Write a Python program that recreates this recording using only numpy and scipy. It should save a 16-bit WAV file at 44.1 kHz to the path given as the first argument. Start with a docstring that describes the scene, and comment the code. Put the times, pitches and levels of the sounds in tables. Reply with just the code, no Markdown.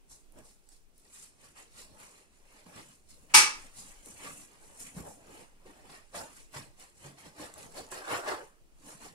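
"""A kitchen knife slices raw meat on a wooden board in a small hard-walled kitchen.
Friction drives each stroke: wet fibres hiss and tear, the edge rasps, the board groans, the table thuds.
Fibres snap off the blade; meat and hand land on the board. Once the steel blade clatters hard on the
counter and the room rings after it. Room air and stand rumble lie beneath, at a two-port microphone."""
import sys
import numpy as np
from scipy import signal
from scipy.fft import rfft, irfft, next_fast_len
from scipy.io import wavfile
from scipy.ndimage import uniform_filter1d, map_coordinates

SR = 44100
rng = np.random.default_rng(int(sys.argv[2]) if len(sys.argv) > 2 else 0)


def wav_out(sig):
    """Save sig, one row per channel (or a flat mono array), as 16-bit PCM at SR to the path in sys.argv[1]."""
    wavfile.write(sys.argv[1], SR, np.round(np.clip(np.atleast_2d(sig).T, -1, 1) * 32767).astype(np.int16))


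N = 403074

# Cuts and handling of the meat. Each row: full-strength time in seconds, rise in dB/s, hold in seconds,
# then levels in dB of wet hiss, fibre tear, edge rasp, board body and table.
KNIFE_STROKES = [(0.115, 720.0, 0, -51, -62.5, -75, -70, -71.5),
                 (0.382, 333, 0.009, -66, -79, -69.5, -55.5, -58.5),
                 (0.455, 612, 0.051, -62.5, -70, -78, -95.0, -79),
                 (0.729, 180.0, 0.011, -63.0, -69.5, -78, -76.5, -75.5),
                 (0.974, 380.0, 0.037, -69, -77, -85.5, -95.0, -76.0),
                 (1.049, 440.0, 0.0056, -71, -73, -75.0, -74, -73),
                 (1.154, 200.0, 0.089, -53.5, -64.5, -65.0, -77, -80),
                 (1.445, 210.0, 0.01, -59, -67, -65, -67.5, -67),
                 (1.575, 480.0, 0.025, -56.5, -63.5, -58.5, -63, -81),
                 (1.794, 220.0, 0.018, -52.5, -56, -59.0, -63.5, -66.5),
                 (1.94, 245, 0.021, -72, -76, -87, -64.5, -63),
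                 (2.004, 380.0, 0.034, -55.5, -66, -59, -63.5, -64.5),
                 (2.101, 62, 0.11, -63.5, -72, -69.5, -70.5, -83),
                 (2.37, 140.0, 0.002, -68.5, -77.0, -79.0, -78, -79),
                 (2.566, 82, 0.036, -63.0, -69, -66, -66.5, -73),
                 (2.665, 1200.0, 0.025, -65.5, -70.5, -70, -59.0, -59),
                 (2.768, 220.0, 0.03, -57, -61, -56.5, -58, -57.5),
                 (2.864, 60.0, 0.071, -61.5, -71, -71.5, -80, -76),
                 (3.107, 440.0, 0, -56.5, -63.5, -70, -90, -95.0),
                 (3.23, 61, 0.022, -67.5, -82, -84, -73.5, -64.0),
                 (3.304, 1040.0, 0.036, -65, -70, -59.0, -67, -69),
                 (3.571, 60.0, 0.087, -58, -67.5, -61.0, -65, -66.5),
                 (3.781, 360.0, 0.02, -47, -56.0, -64, -65, -59),
                 (3.871, 57, 0.122, -68, -71, -66.5, -69, -91),
                 (3.894, 162, 0.004, -54, -73, -66.0, -93.0, -67),
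                 (4.069, 242, 0.049, -53, -70.5, -67, -63.5, -63),
                 (4.248, 180.0, 0.018, -50, -58, -49, -53.5, -59),
                 (4.301, 55, 0.12, -52.5, -67.5, -64.5, -71, -64),
                 (4.559, 64.5, 0.0, -65, -71, -66.5, -67, -77.5),
                 (4.626, 240.0, 0.156, -61.0, -73.5, -70.5, -66, -73),
                 (4.805, 450.0, 0.013, -45.5, -61, -60.5, -67, -58),
                 (4.867, 680.0, 0.0027, -49, -65, -57, -71, -72),
                 (4.969, 430.0, 0.022, -53.5, -67, -60.5, -51, -44.5),
                 (5.051, 570.0, 0.0092, -87.5, -72.5, -71, -46, -74.5),
                 (5.088, 123.5, 0.038, -54, -75, -71.5, -93, -58),
                 (5.29, 70.0, 0.1, -99, -75.5, -78, -57.5, -63),
                 (5.355, 91, 0.061, -59.0, -69, -61.5, -67, -73.5),
                 (5.663, 891.5, 0.034, -67, -71.5, -65, -60.5, -64.5),
                 (5.77, 59, 0.11, -68, -74, -69, -64.5, -64),
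                 (5.904, 362, 0.062, -59.5, -62, -59.5, -62.5, -65.5),
                 (6.154, 859.5, 0.034, -46.0, -52, -52.5, -45, -53.5),
                 (6.372, 60.0, 0.03, -56, -65.5, -64.5, -71.5, -76),
                 (6.552, 649.5, 0.023, -49, -53.5, -51.0, -51.5, -51),
                 (6.802, 442, 0.028, -56, -63, -61.5, -62.5, -73),
                 (6.982, 249.5, 0.06, -62, -73, -75.5, -87.0, -72),
                 (7.053, 293, 0.027, -57.5, -63.5, -59.5, -56, -55),
                 (7.183, 653, 0.041, -59.5, -65, -61.5, -66, -71),
                 (7.26, 541, 0.0039, -60.5, -59.5, -62.5, -57.0, -56),
                 (7.403, 349, 0.044, -51.5, -55.5, -55, -49.5, -55),
                 (7.587, 280.0, 0.05, -55.5, -60.5, -61.5, -54.5, -60),
                 (7.625, 2450.0, 0.033, -64, -92.5, -95, -65, -74.0),
                 (7.777, 290.0, 0.0055, -49, -52.5, -55.5, -46, -53),
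                 (7.918, 1418, 0.0, -44, -68, -54.5, -50, -65),
                 (7.948, 340.0, 0.031, -57, -54.0, -52.5, -46.5, -62.0),
                 (8.112, 228, 0.044, -45.5, -49.5, -43.5, -38.0, -53),
                 (8.284, 290.0, 0.025, -49.5, -48.5, -45.5, -36, -61),
                 (8.45, 170.0, 0.0028, -62, -77, -71.5, -88.5, -71),
                 (8.886, 191, 0.034, -52.5, -62.5, -60.5, -59, -61.5),
                 (9.036, 270.0, 0.018, -52, -60, -58.0, -56, -57.5)]
# Friction spectra. Each row: frequency in Hz, relative density in dB.
WET_HISS_DB = [(4800, -27.5), (5600, -6.5), (7000, 2), (8500, 1.5), (10500, -0.5), (11500, -7.5),
               (13000, -18), (15000, -28), (15900, -40.5)]
FIBRE_TEAR_DB = [(3000, -31.5), (3500, -6), (4200, -1.5), (5600, -2.5), (6400, -30.5)]
EDGE_RASP_DB = [(1600, -20), (1900, 2.5), (2700, 4.5), (3500, -7.5), (4000, -54)]
BOARD_SKIN_DB = [(700, -29.5), (900, -4), (1300, 1.5), (1900, -6), (2400, -39)]
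BOARD_GROAN_DB = [(220, -36.5), (300, -3.5), (400, 0), (550, 1), (900, 1.5), (1150, -44.5)]
TABLE_THUD_DB = [(35, -18), (60, -2.5), (150, -2), (300, 0), (400, -41.5)]
# Board resonances. Each row: frequency in Hz, width in Hz, gain in dB.
BOARD_MODES = [(483, 90, -9), (620, 76, -14), (960, 79, -8.5), (1056, 65, 0), (1170, 50, -1),
               (1654, 74, -0.5), (2120, 41, -9), (2420, 60, -12), (3000, 140, -7.5), (4200, 550, -9.5)]
# Sticky snaps. Each row: start in seconds, level in dB, pitch in Hz, left minus right in dB.
FIBRE_SNAPS = [(0.3215, -57, 10100, -9), (0.3869, -51, 8100, -6), (0.466, -58, 5230, 0.5),
               (0.51, -59, 4995, 0.5), (0.6891, -51, 7900, -8), (0.722, -57, 5206, -1.5),
               (0.9792, -55, 10540, 6), (0.997, -58, 10480, 4), (1.7245, -59, 5540, -1.5),
               (2.0014, -50, 9060, 1.5), (3.0969, -62, 8900, -2), (4.059, -42, 8660, 1),
               (4.803, -41, 9390, 11.5), (5.27, -55, 6800, 1.5), (5.8975, -52.5, 3830, -1.5),
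               (6.5211, -56, 8170, 2.5), (6.5301, -49, 8830, 2.5), (6.797, -48.5, 9900, 4),
               (7.539, -41, 7840, 0), (7.58, -48, 10500, 0.5), (7.6289, -49, 7000, 2),
               (7.664, -53, 6360, -3), (7.7218, -49, 7950, -4), (7.7782, -44, 4620, 2),
               (7.8655, -50, 6890, -2.0), (7.8885, -50, 7535, -2), (7.9159, -37.5, 7780, -6.5),
               (8.0541, -49, 4430, -3), (8.4713, -63, 7650, -3)]
# Meat and hand landing, and at 3.304 s the blade's first touch on the counter before it clatters. # Each row:
# start in seconds, level in dB, pitch in Hz, T60 in seconds, board drive in dB above that level.
LANDINGS = [(2.662, -45.5, 179, 0.068, 38), (3.304, -61, 646, 0.054, 26), (4.242, -51, 428, 0.09, 33),
            (4.965, -30.5, 159.5, 0.077, 21.5), (5.654, -42, 362, 0.072, 17), (5.894, -46, 811, 0.061, 38),
            (6.143, -33, 690, 0.074, 37), (6.541, -39, 607, 0.054, 30), (6.561, -35, 133, 0.081, 23),
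            (7.047, -43, 141, 0.19, 33.5), (7.395, -33.5, 301, 0.064, 36.5), (7.768, -34, 552, 0.055, 26),
            (7.922, -34, 373, 0.077, 43), (8.273, -27.5, 600, 0.094, 28)]
# Blade rattle envelope. Each row: time in seconds, relative level in dB.
RATTLE_ENVELOPE_DB = [(3.338, -36.5), (3.343, -18), (3.351, -11.5), (3.361, -21.5), (3.375, -18.5),
                      (3.386, -23), (3.400, -29), (3.43, -38.5), (3.46, -70.5)]
# Blade rattle spectrum. Each row: frequency in Hz, relative density in dB.
RATTLE_SPECTRUM_DB = [(60, -35), (350, -21), (690, -21.5), (860, -8), (1300, -5.5), (1550, -8.5),
                      (2300, -2.5), (3400, -11.5), (5500, -7.5), (9200, -9), (12300, -22.5), (13500, -41),
                      (15700, -45)]
# Steel resonances. Each row: frequency in Hz, relative level in dB, T60 in seconds.
BLADE_MODES = [(857, -9, 0.36), (1230, -7.5, 0.44), (1289, -12, 0.17), (2256, -6, 0.44), (2265, -9.5, 0.38),
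               (2640, -7.5, 0.44), (2666, -4.5, 0.2), (3880, -10, 0.3), (4780, -12.5, 0.44),
               (5680, -5, 0.38), (6710, -10, 0.25), (6654, -10.5, 0.23), (8520, -7.5, 0.32),
               (9130, -5.5, 0.28)]
# Wall reverberation. Each row: frequency in Hz, T60 in seconds.
ROOM_T60_S = [(100, 0.36), (400, 0.42), (2000, 0.33), (6000, 0.33), (12000, 0.21)]
# Background spectra. Each row: frequency in Hz, relative density in dB.
ROOM_AIR_DB = [(35, -31.5), (60, 8), (103, -2.5), (415, 0), (477, -5.5), (742, -8), (1840, -15),
               (2550, -12), (3620, -19), (8570, -17), (10600, -19), (14600, -51.5), (15700, -48)]
STAND_RUMBLE_DB = [(5, -8), (15, 12.5), (35, -4.5), (60, -13.5), (100, -39)]
# Likeness of the ports. Each row: frequency in Hz, coherence from 0 to 1.
PORT_COHERENCE = [(25, 0.17), (60, 0.48), (150, .9), (300, 0.55), (700, 0.34), (2000, 0.34), (6000, 0.15),
                  (15000, 0.068)]
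# Stereo balance. Each row: frequency in Hz, left minus right in dB.
SCENE_PAN_DB = [(60, -1.5), (150, -0.5), (380, -1.5), (950, -1), (2380, 0), (5980, -4), (15000, 7.5)]
RATTLE_PAN_DB = [(60, -6), (150, -1.5), (380, 4.5), (950, -3.5), (2380, 2), (5980, -6), (15000, 18)]

BRIGHT_FADE_DB_PER_S, DEEP_FADE_DB_PER_S = 175.5, 162
SKIN_RASP_SHARE, SKIN_OFFSET_DB = 0.65, -1.28
HARD_STROKE_DB, SKIN_BOOST_DB_PER_DB = -49, 0.61
SNAP_T60_S = .016
LEFT_LAG_S, TOP_HZ = .00023, 15750


def slicing():
    """One friction noise shakes fibres, edge, board and table, each with its own grain."""
    n_fft = next_fast_len(N)
    hz = np.fft.rfftfreq(n_fft, 1 / SR)
    friction = rfft(mottled_noise(np.ones_like, patchy_db=3.0), n_fft)
    wood = 0.77 + np.abs(resonances(BOARD_MODES, hz))
    # Each row: spectrum, resonant gain, grain depth in dB, grains per second.
    layers = [(WET_HISS_DB, 1, 1.7, 160), (FIBRE_TEAR_DB, wood, 1.8, 130),
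              (EDGE_RASP_DB, wood, 1.6, 110), (BOARD_SKIN_DB, wood, 2.1, 80),
              (BOARD_GROAN_DB, wood, 2.2, 60), (TABLE_THUD_DB, 1, 2.5, 25)]
    out = 0
    for envelope, (spectrum_db, peaks, grain_db, grains_per_s) in zip(stroke_envelopes(), layers):
        shaken = irfft(friction * amp(curve(spectrum_db, hz)) * peaks, n_fft)[:, :N]
        grain = amp(grain_db * wobble(grains_per_s))
        out += envelope * unit_rms(shaken * grain)
    return out


def stroke_envelopes():
    """Gain per friction layer: strokes rise, hold and fade; overlaps add in power."""
    full_s, rise_db_per_s, hold_s, hiss_db, tear_db, rasp_db, board_db, table_db = (
        np.transpose(KNIFE_STROKES))
    # The board's skin lies between rasp and body; hard strokes boost it.
    skin_db = SKIN_RASP_SHARE * rasp_db + (1 - SKIN_RASP_SHARE) * board_db + SKIN_OFFSET_DB
    skin_db += SKIN_BOOST_DB_PER_DB * np.maximum(board_db - HARD_STROKE_DB, 0)
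    t = np.arange(0, N / SR, .002)[:, None]
    attack_db = -rise_db_per_s * np.maximum(full_s - t, 0)
    fading_s = np.maximum(t - full_s - hold_s, 0)
    bright = amp(attack_db - BRIGHT_FADE_DB_PER_S * fading_s) ** 2
    deep = amp(attack_db - DEEP_FADE_DB_PER_S * fading_s) ** 2
    powers = [bright @ amp(db) ** 2 for db in (hiss_db, tear_db, rasp_db)]
    powers += [deep @ amp(db) ** 2 for db in (skin_db, board_db, table_db)]
    return [np.interp(np.arange(N) / SR, t[:, 0], np.sqrt(power)) for power in powers]


def fibre_snaps():
    """Fibres snap off the blade: short tones, widened in pitch by uneven tearing."""
    out, t = np.zeros((2, N + SR)), np.arange(SR // 16) / SR
    for start_s, db, hz, pan_db in FIBRE_SNAPS:
        flutter = 1.2 + 2.4 * uniform_filter1d(rng.standard_normal(len(t)), size=6)
        snap = flutter * np.sin(2 * np.pi * hz * t) * decay(t, SNAP_T60_S, attack_s=0.00034)
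        out[:, round(start_s * SR):][:, :len(t)] += amp(db + np.array([[.5], [-.5]]) * pan_db) * snap
    return out[:, :N]


def soft_landings():
    """Meat and hand land, and the blade first touches the counter: a damped push of the table plus a short ring
    of the board."""
    push, blows, t = np.zeros(N + SR), np.zeros(N), np.arange(SR // 5) / SR
    for start_s, db, hz, t60_s, drive_db in LANDINGS:
        start = round(start_s * SR)
        push[start:][:len(t)] += amp(db) * np.sin(2 * np.pi * hz * t) * decay(t, t60_s, attack_s=0.0061)
        blows[start] = amp(db + drive_db)
    ring = filtered(blows, lambda hz: resonances(BOARD_MODES, hz) / (1 + 1j * hz / 900) ** 2)
    return push[:N] + ring


def blade_clatter():
    """Steel hits the counter: a dense rattle starts the blade ringing; the walls prolong the rattle."""
    time_s, db = np.transpose(RATTLE_ENVELOPE_DB)
    envelope = amp(np.interp(np.arange(N) / SR, time_s, db, left=-150, right=-150))
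    burst = envelope * rng.standard_normal((2, N))
    rattle = filtered(burst, lambda hz: amp(12.5 + curve(RATTLE_SPECTRUM_DB, hz)))
    direct = at_ports(rattle, lambda hz: pan_gains(RATTLE_PAN_DB, hz))
    return blade_ring(time_s[0]) + direct + amp(1.5) * wall_reverb(rattle, RATTLE_PAN_DB)


def blade_ring(start_s):
    """The loose blade's modes swell, waver and die, damped by the counter as it settles flat."""
    out, t = np.zeros((2, N + SR)), np.arange(SR // 2) / SR
    hz, db, t60_s = np.transpose(BLADE_MODES)[..., None]
    envelope = amp(db - 13.5) * decay(t, t60_s, attack_s=0.0087)
    settle = 1 / (1 + (t / .24) ** 8)
    drift_rad = .028 * np.cumsum(rng.standard_normal((len(hz), len(t))), axis=1)
    for port, lag_rad in zip(out, (0, np.pi / 2)):  # the flexing blade faces each port differently
        waver_hz = rng.uniform(7.7, 40, hz.shape)
        waver_db = 2.9 * np.sin(2 * np.pi * (waver_hz * t + rng.random(hz.shape)))
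        partials = envelope * amp(waver_db) * np.sin(2 * np.pi * hz * t + drift_rad - lag_rad)
        port[round(start_s * SR):][:len(t)] = settle * partials.sum(axis=0)
    return out[:, :N]


def wall_reverb(x, pan_db):
    """Hard walls return a noise tail; each frequency dies at its own rate."""
    hz, t, cells = signal.stft(rng.standard_normal((2, SR * 3 // 5)), SR, nperseg=256)
    fade = amp(-60 * t / curve(ROOM_T60_S, hz)[:, None])
    tail = signal.istft(cells * fade, SR, nperseg=256)[1]
    wet = signal.oaconvolve(x, tail / np.linalg.norm(tail[0]), axes=1)[:, :N]
    return at_ports(wet, lambda hz: pan_gains(pan_db, hz))


def room_tone():
    """Steady room air and a slow rumble through the microphone stand."""
    air = unit_rms(mottled_noise(lambda hz: amp(curve(ROOM_AIR_DB, hz)), patchy_db=1.5))
    rumble = unit_rms(at_ports(rng.standard_normal((2, N)), lambda hz: amp(curve(STAND_RUMBLE_DB, hz))))
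    return amp(-69 + 1.1 * wobble(2.4)) * air + amp(-63 + 3.6 * wobble(3.2)) * rumble


def mottled_noise(response, patchy_db):
    """Stereo noise whose level varies in small patches of frequency and time."""
    shape = (513, N // 512 + 3)
    cells = rng.standard_normal((2, *shape)) + 1j * rng.standard_normal((2, *shape))
    patches = uniform_filter1d(rng.standard_normal(shape), size=3, axis=0)
    patches = unit_rms(uniform_filter1d(patches, size=4, axis=1))
    pair = signal.istft(cells * amp(patchy_db * patches), window="cosine", nperseg=1024)[1][:, :N]
    return at_ports(pair, lambda hz: response(hz) * pan_gains(SCENE_PAN_DB, hz))


def at_ports(pair, response):
    """Two unrelated signals become left and right: alike in the bass, the left slightly late."""
    n_fft = next_fast_len(N + SR // 8)
    hz = np.fft.rfftfreq(n_fft, 1 / SR)
    spread_rad = np.arccos(curve(PORT_COHERENCE, hz)) / 2
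    mid, side = rfft(pair, n_fft) * [np.cos(spread_rad), np.sin(spread_rad)]
    delay = np.exp(-2j * np.pi * LEFT_LAG_S * hz)
    return irfft([(mid + side) * delay, mid - side] * response(hz), n_fft)[:, :N]


def pan_gains(pan_db, hz):
    """Left and right gains from a balance table."""
    return amp(np.outer([.5, -.5], curve(pan_db, hz)))


def resonances(modes, hz):
    """Causal response of summed resonances, alternating in sign."""
    return sum((-1) ** k * amp(db) * 1j * hz * width_hz / (mode_hz ** 2 - hz ** 2 + 1j * hz * width_hz)
               for k, (mode_hz, width_hz, db) in enumerate(modes))


def filtered(x, response):
    """Apply a complex frequency response."""
    n_fft = next_fast_len(N + SR // 8)
    hz = np.fft.rfftfreq(n_fft, 1 / SR)
    return irfft(rfft(x, n_fft) * response(hz), n_fft)[..., :N]


def decay(t, t60_s, attack_s):
    """Exponential fade with a rounded onset."""
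    return amp(-60 * t / t60_s) * (1 - np.exp(-t / attack_s))


def wobble(knots_per_s):
    """Smooth random curve."""
    knots = rng.standard_normal(int(N * knots_per_s / SR) + 4)
    return map_coordinates(knots, [np.arange(N) * knots_per_s / SR])


def curve(points, hz):
    """Interpolate (Hz, value) points on a log frequency axis."""
    point_hz, values = np.transpose(points)
    return np.interp(np.log(hz + 1), np.log(point_hz + 1), values)


def amp(db):
    """Decibels to gain."""
    return 10 ** (np.asarray(db) / 20)


def unit_rms(x):
    """Scale to RMS 1."""
    return x / np.sqrt(np.mean(x ** 2) + 1e-20)


def scene():
    """All sources in stereo; snaps and landings share one wall reverb."""
    snaps, landings = fibre_snaps(), soft_landings()
    send = amp(-6.5) * snaps + amp(-4) * landings
    return slicing() + snaps + landings + wall_reverb(send, SCENE_PAN_DB) + blade_clatter() + room_tone()


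def record(dry):
    """Input stage: soft clip, then band limit."""
    ceiling = .95
    rounded = dry / (1 + np.abs(dry / ceiling) ** 4) ** (1 / 4)
    return filtered(rounded, lambda hz: hz < TOP_HZ)


dry = scene()
out = record(dry)
wav_out(out)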